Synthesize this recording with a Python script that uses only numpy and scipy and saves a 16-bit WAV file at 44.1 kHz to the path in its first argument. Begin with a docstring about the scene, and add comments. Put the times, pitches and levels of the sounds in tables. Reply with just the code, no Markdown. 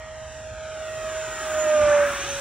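"""Over a grass field, a small model jet with an electric ducted fan comes in low, passes a phone and leaves.
Far traffic rumbles underneath: low noise. The efflux roars and hisses: noise in six bands, and the grass
mirrors it as a late, duller copy. Eleven blades sing as a roughened sine in a haze of turbulence, which is
noise moved up to the blade pitch. The shaft whines as sines with overtones; the pitch sags in passing."""
import sys
import numpy as np
from scipy import signal
from scipy.fft import rfft, irfft
from scipy.io import wavfile
from scipy.ndimage import uniform_filter1d, map_coordinates

SR = 44100
rng = np.random.default_rng(int(sys.argv[2]) if len(sys.argv) > 2 else 0)


def dump(signal):
    """Clip the signal to [-1, 1] and save it as 16-bit WAV at the path in sys.argv[1]."""
    limited = np.clip(np.atleast_2d(signal).T, -1, 1)
    pcm = np.round(limited * 32767).astype(np.int16)
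    wavfile.write(sys.argv[1], SR, pcm)


N = 106192
T = np.arange(N) / SR  # time of each sample, s
HZ = np.maximum(np.fft.rfftfreq(N, 1 / SR), 1)  # frequency of each bin; at least 1 so its log exists
BLADES = 11

# Pitch of the turning shaft as heard: (time [s], frequency [Hz])
SHAFT_PITCH = [(0.06, 628.6), (0.4, 628.7), (0.8, 628.6), (1.1, 630.7), (1.3, 629.4), (1.45, 627.7),
               (1.55, 620.3), (1.65, 615.6), (1.75, 607.8), (1.85, 594.1), (1.95, 584.7), (2.05, 576.3),
               (2.12, 568.2), (2.2, 562.5), (2.28, 561.8), (2.35, 561), (2.41, 559)]
# The blades' sound, the haze before its trim:
# (time [s], tone level [dB], haze level [dB], left minus right of the tone [dB])
BLADE_LEVELS = [(0.06, -65, -60, 0), (0.4, -61, -56.5, 0), (0.8, -57, -52, 0), (1.1, -53, -47, 0),
                (1.3, -46, -42, 0), (1.45, -52, -42, 0), (1.55, -44, -44, -1), (1.62, -37.5, -45, -3),
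                (1.72, -48, -43, 0), (1.78, -44, -44, 0), (1.84, -50, -45, 4), (1.91, -43, -48, 10),
                (2.02, -46, -46, 9), (2.09, -49, -46, 5), (2.18, -36.5, -44, -1), (2.255, -43, -43, -2),
                (2.31, -39, -43, -4), (2.41, -42, -43, -5)]


def undb(db):
    """Turn decibels into a gain."""
    return 10 ** (np.asarray(db) / 20)


def curves(table):
    """Draw each column of a time table as a line with one value per sample."""
    rows = np.array(table, float)
    return [np.interp(T, rows[:, 0], column) for column in rows.T[1:]]


def over_hz(table):
    """Draw each column of a frequency table with one value per bin, straight over log frequency."""
    rows = np.array(table, float)
    return [np.interp(np.log(HZ), np.log(rows[:, 0]), column) for column in rows.T[1:]]


def unit(x):
    """Scale a signal to an rms of 1."""
    return x / np.sqrt(np.mean(x ** 2))


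def walk(rate):
    """Wander at random: new values at this rate [Hz], smoothed twice, with mean 0 and spread 1."""
    hold = int(SR / rate)  # samples per value
    steps = np.repeat(rng.standard_normal(N // hold + 1), hold)
    smooth = uniform_filter1d(uniform_filter1d(steps, hold), hold)[:N]
    return unit(smooth - smooth.mean())


def rumble():
    """Far traffic and air: noise kept to the low end, with a restless level."""
    # Colour of the rumble before the two cuts below: (frequency [Hz], level per Hz [dB])
    rumble_colour = [(12, -50), (20, -25), (60, -1.5), (96, -6), (123, -9), (177, -19), (242, -18),
                     (307, -25), (400, -22.5), (520, -6.5), (880, -120)]
    # Loudness of the rumble before its flicker: (time [s], level [dB])
    rumble_level = [(0.0, -48), (0.1, -47), (0.2, -45), (0.3, -46), (0.46, -46.5), (0.53, -43),
                    (0.6, -46.5), (0.7, -47.5), (0.78, -45.5), (0.88, -48.5), (0.95, -45.5), (1.05, -43),
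                    (1.24, -47.5), (1.3, -43), (1.4, -49), (1.5, -46.5), (1.72, -49.5), (1.8, -40),
                    (1.9, -36.5), (1.97, -43.5), (2.15, -44.5), (2.41, -44)]
    flicker_db = .6
    spectrum = rfft(rng.standard_normal(N)) * undb(over_hz(rumble_colour)[0])
    spectrum = spectrum / (1 + (HZ / 400) ** 4)  # fades above 400 Hz
    spectrum = spectrum / (1 + (22 / HZ) ** 6)  # and below 22 Hz
    level_db = curves(rumble_level)[0] + flicker_db * walk(8.36)
    return undb(level_db) * unit(irfft(spectrum, N))


def grass_echo(direct):
    """The ground mirrors the roar: a longer path makes it late, and the grass dulls it."""
    # Delay of the path over the grass, before smoothing: (time [s], delay [ms])
    path_delay = [(0, .87), (.35, 1.02), (.7, 1.24), (1.05, 1.56), (1.4, 2.16), (1.7, 3.05), (1.82, 3.33),
                  (1.97, 3.32), (2.2, 2.5), (2.41, 1.82)]
    # Loudness of the mirrored roar, relative to the dulled copy: (time [s], level [dB])
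    mirror_level = [(0, -4), (.8, -4.5), (1.2, -8), (1.9, -7), (2.41, -8)]
    grass_hz, grass_lag_rad = 5500, 1.0
    spectrum = rfft(direct) * np.exp(-1j * grass_lag_rad)
    dull = irfft(spectrum / np.sqrt(1 + (HZ / grass_hz) ** 4), N)
    late_s = uniform_filter1d(curves(path_delay)[0], size=3000) / 1000
    # The sliding delay reads between samples
    late = map_coordinates(dull, [(T - late_s) * SR], order=3, mode="mirror")
    return undb(curves(mirror_level)[0]) * late


def roar():
    """Rushing air: noise split into six bands that each swell their own way, plus the grass echo."""
    # Colour of the rushing air before the low cut and band levels: (frequency [Hz], level per Hz [dB])
    air_colour = [(120, -14), (240, -6.5), (350, -2.5), (520, -6), (750, -2), (900, -2.5), (1080, -7),
                  (1250, -1.5), (1600, 0), (1800, -5.5), (2100, -8), (2450, -5), (2900, -8), (3500, -11),
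                  (3800, -12), (4100, -16.5), (4400, -19.5), (4750, -23), (5150, -15.5), (5800, -14),
                  (6300, -14), (7000, -15.5), (7600, -17), (8800, -21), (10000, -24), (11200, -26),
                  (13000, -26.5), (16000, -28)]
    # Borders between the six bands: (frequency [Hz])
    band_borders = [1050, 1900, 3150, 4400, 8500]
    # Loudness of the lowest band before gusts: (time [s], level [dB])
    low_level = [(0, -57), (.3, -54), (.6, -53), (.9, -50), (1.2, -47.5), (1.45, -44), (1.65, -39.5),
                 (1.8, -36), (1.95, -38), (2.1, -41), (2.25, -43), (2.41, -45)]
    # Loudness of the other five bands before gusts: (time [s], middle roar level [dB],
    # upper roar level [dB], thin roar level [dB], hiss level [dB], top hiss level [dB])
    upper_levels = [(0, -50, -56.5, -66.5, -56.5, -76), (.3, -51.5, -56, -72, -52, -69),
                    (.6, -49.5, -59, -59, -53, -69.5), (.9, -47, -53.5, -56.5, -50, -58),
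                    (1.2, -43, -49.5, -52, -47.5, -53.5), (1.45, -38.5, -49.5, -49.5, -44.5, -46.5),
                    (1.65, -38, -44.5, -58, -43.5, -49), (1.8, -35.5, -40, -54, -41.5, -50),
                    (1.95, -31.5, -43.5, -66, -40.5, -53.5), (2.1, -33, -43, -52.5, -42.5, -45.5),
                    (2.25, -39, -43.5, -43.5, -44, -46.5), (2.41, -39.5, -49.5, -46, -40.5, -45)]
    gust_db = 1.1
    air = rfft(rng.standard_normal(N)) * undb(over_hz(air_colour)[0])
    air = air / np.sqrt(1 + (100 / HZ) ** 6)  # fades below 100 Hz
    # Each band is what one low-pass lets through beyond the one before it
    lows = [0] + [1 / (1 + (HZ / border) ** 6) for border in band_borders] + [1]
    direct = np.zeros(N)
    for k, level_db in enumerate(curves(low_level) + curves(upper_levels)):
        band = unit(irfft(air * (lows[k + 1] - lows[k]), N))
        direct += undb(level_db + gust_db * walk(8.75)) * band
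    return direct + grass_echo(direct)


def haze():
    """Turbulence cut by the blades: slow noise carried on the blade pitch becomes a band around it."""
    width_hz, trim_db = 240, -1

    def slow_noise():
        """Noise that fades above the haze width."""
        return irfft(rfft(rng.standard_normal(N)) / (1 + (HZ / width_hz) ** 2), N)

    blade_turn = 2 * np.pi * BLADES * np.cumsum(curves(SHAFT_PITCH)[0]) / SR
    band = slow_noise() * np.sin(blade_turn) + slow_noise() * np.cos(blade_turn)
    return undb(curves(BLADE_LEVELS)[1] + trim_db) * unit(band)


def shaft_turn():
    """Angle of the shaft as heard [rad]: the smoothed pitch added up over time, with a slight jitter."""
    jitter = 0.00033  # share of the pitch
    pitch_hz = uniform_filter1d(curves(SHAFT_PITCH)[0], size=2000) * (1 + jitter * walk(29.73))
    return 2 * np.pi * np.cumsum(pitch_hz) / SR


def blade_tone(turn):
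    """The blades sing at eleven times the shaft pitch, roughened by the wakes they cut."""
    rough_hz, roughness = 40, .35
    # The complex wander shakes both loudness and phase
    wakes = 1 + roughness * (walk(rough_hz) + 1j * walk(rough_hz))
    tone = np.imag(wakes * np.exp(1j * BLADES * turn))
    return np.sqrt(2) * undb(curves(BLADE_LEVELS)[0]) * tone


def whine(turn):
    """The shaft tone and its 2nd, 3rd and 5th multiples are sines whose levels flutter in the air."""
    # Loudness of the shaft tone before flutter: (time [s], level [dB])
    tone_level = [(0.03, -41), (0.44, -39), (0.99, -33), (1.23, -32.5), (1.36, -37.5), (1.44, -35),
                  (1.59, -23), (1.78, -17), (1.94, -16), (2.02, -18.5), (2.09, -25.5), (2.16, -38),
                  (2.2, -34), (2.24, -43.5), (2.3, -32.5), (2.39, -34.5)]
    # Loudness of the overtones before flutter: (time [s], 2nd multiple level [dB], 3rd multiple level [dB])
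    overtone_levels = [(0, -53, -51.5), (.45, -59, -58), (.65, -50.5, -71), (.9, -50.5, -47),
                       (1.1, -44, -46.5), (1.2, -50.5, -56), (1.33, -43, -42), (1.55, -40, -46),
                       (1.7, -39, -40.5), (1.8, -31.5, -51), (1.93, -34.5, -37), (2.05, -42, -43),
                       (2.2, -44, -50), (2.33, -62, -48), (2.41, -52, -41)]
    tone_flutter_db, overtone_flutter_db = 1.0, 1.5
    fifth_db = -13.5  # 5th multiple relative to the 3rd
    first = curves(tone_level)[0]
    second, third = curves(overtone_levels)
    out = undb(first + tone_flutter_db * walk(24.85)) * np.sin(turn)
    for multiple, level_db in ((2, second), (3, third), (5, third + fifth_db)):
        gain = undb(level_db + overtone_flutter_db * walk(20))
        out = out + gain * np.sin(multiple * turn + 2 * np.pi * rng.random())
    return np.sqrt(2) * out  # a sine's rms is 1 / sqrt(2) of its peak


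def scene():
    """The phone's two ports hear one field with their own level and phase, plus noise that differs."""
    # How the two ports differ:
    # (frequency [Hz], left minus right [dB], share of the noise that differs [0-1])
    ports = [(60, 0, .2), (200, -.5, .15), (300, -1.5, .04), (630, -3, .1), (950, -3, .1), (1300, -1, .12),
             (1550, 2, .25), (2150, -1, .08), (2750, -2.5, .04), (3350, 3, .1), (4000, 0, .3),
             (4600, -1, .8), (5150, 2, .45), (5550, 1, .7), (5850, 0, .55), (6300, -1, .2),
             (6900, -2.5, .15), (7600, -1, .3), (8350, 0, .05), (10300, 0, .03), (11500, 0, .02),
             (13800, 0, .03), (14600, 0, .4), (15300, 0, .03)]
    # Phase by which the left port leads: (frequency [Hz], lead [rad])
    left_lead = [(60, 0), (900, -.25), (1700, -.3), (2800, .1), (3700, -.7), (4300, -1), (4900, 1.8),
                 (5500, 2.5), (5850, 3.8), (6200, 4.1), (6500, 3.2), (6900, 2.6), (8350, .1), (10300, -.1),
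                 (11500, -3.1), (13800, -3.2), (15100, -6.2)]
    # Balance of the whole sound over time: (time [s], left minus right [dB])
    balance = [(0, -0.5), (1.2, -0.5), (1.8, -0.5), (2.41, 0)]
    port_db, share = over_hz(ports)
    lead = over_hz(left_lead)[0]
    pan_db, blade_pan_db = curves(balance)[0], curves(BLADE_LEVELS)[2]
    turn = shaft_turn()
    blades = blade_tone(turn)
    common = rfft(roar() + haze() + rumble()) * np.sqrt(1 - share / 2) + rfft(whine(turn))
    # A second, independent noise goes to the two ports with opposite signs
    apart = rfft(roar() + haze() + rumble()) * np.sqrt(share / 2)
    sides = []
    for side in (1, -1):  # left, right; each takes half of every difference
        panned_blades = rfft(undb(side * blade_pan_db / 2) * blades)
        heard = common + side * apart + panned_blades
        heard = heard * np.exp(1j * side * lead / 2) * undb(side * port_db / 2)
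        sides.append(undb(side * pan_db / 2) * irfft(heard, N))
    return np.array(sides)


def record(dry):
    """The phone cuts the top: a steep low-pass removes what lies above its limit."""
    top_hz = 15700
    return signal.sosfilt(signal.ellip(14, .2, 80, top_hz, fs=SR, output="sos"), dry)


dry = scene()
out = record(dry)
dump(out)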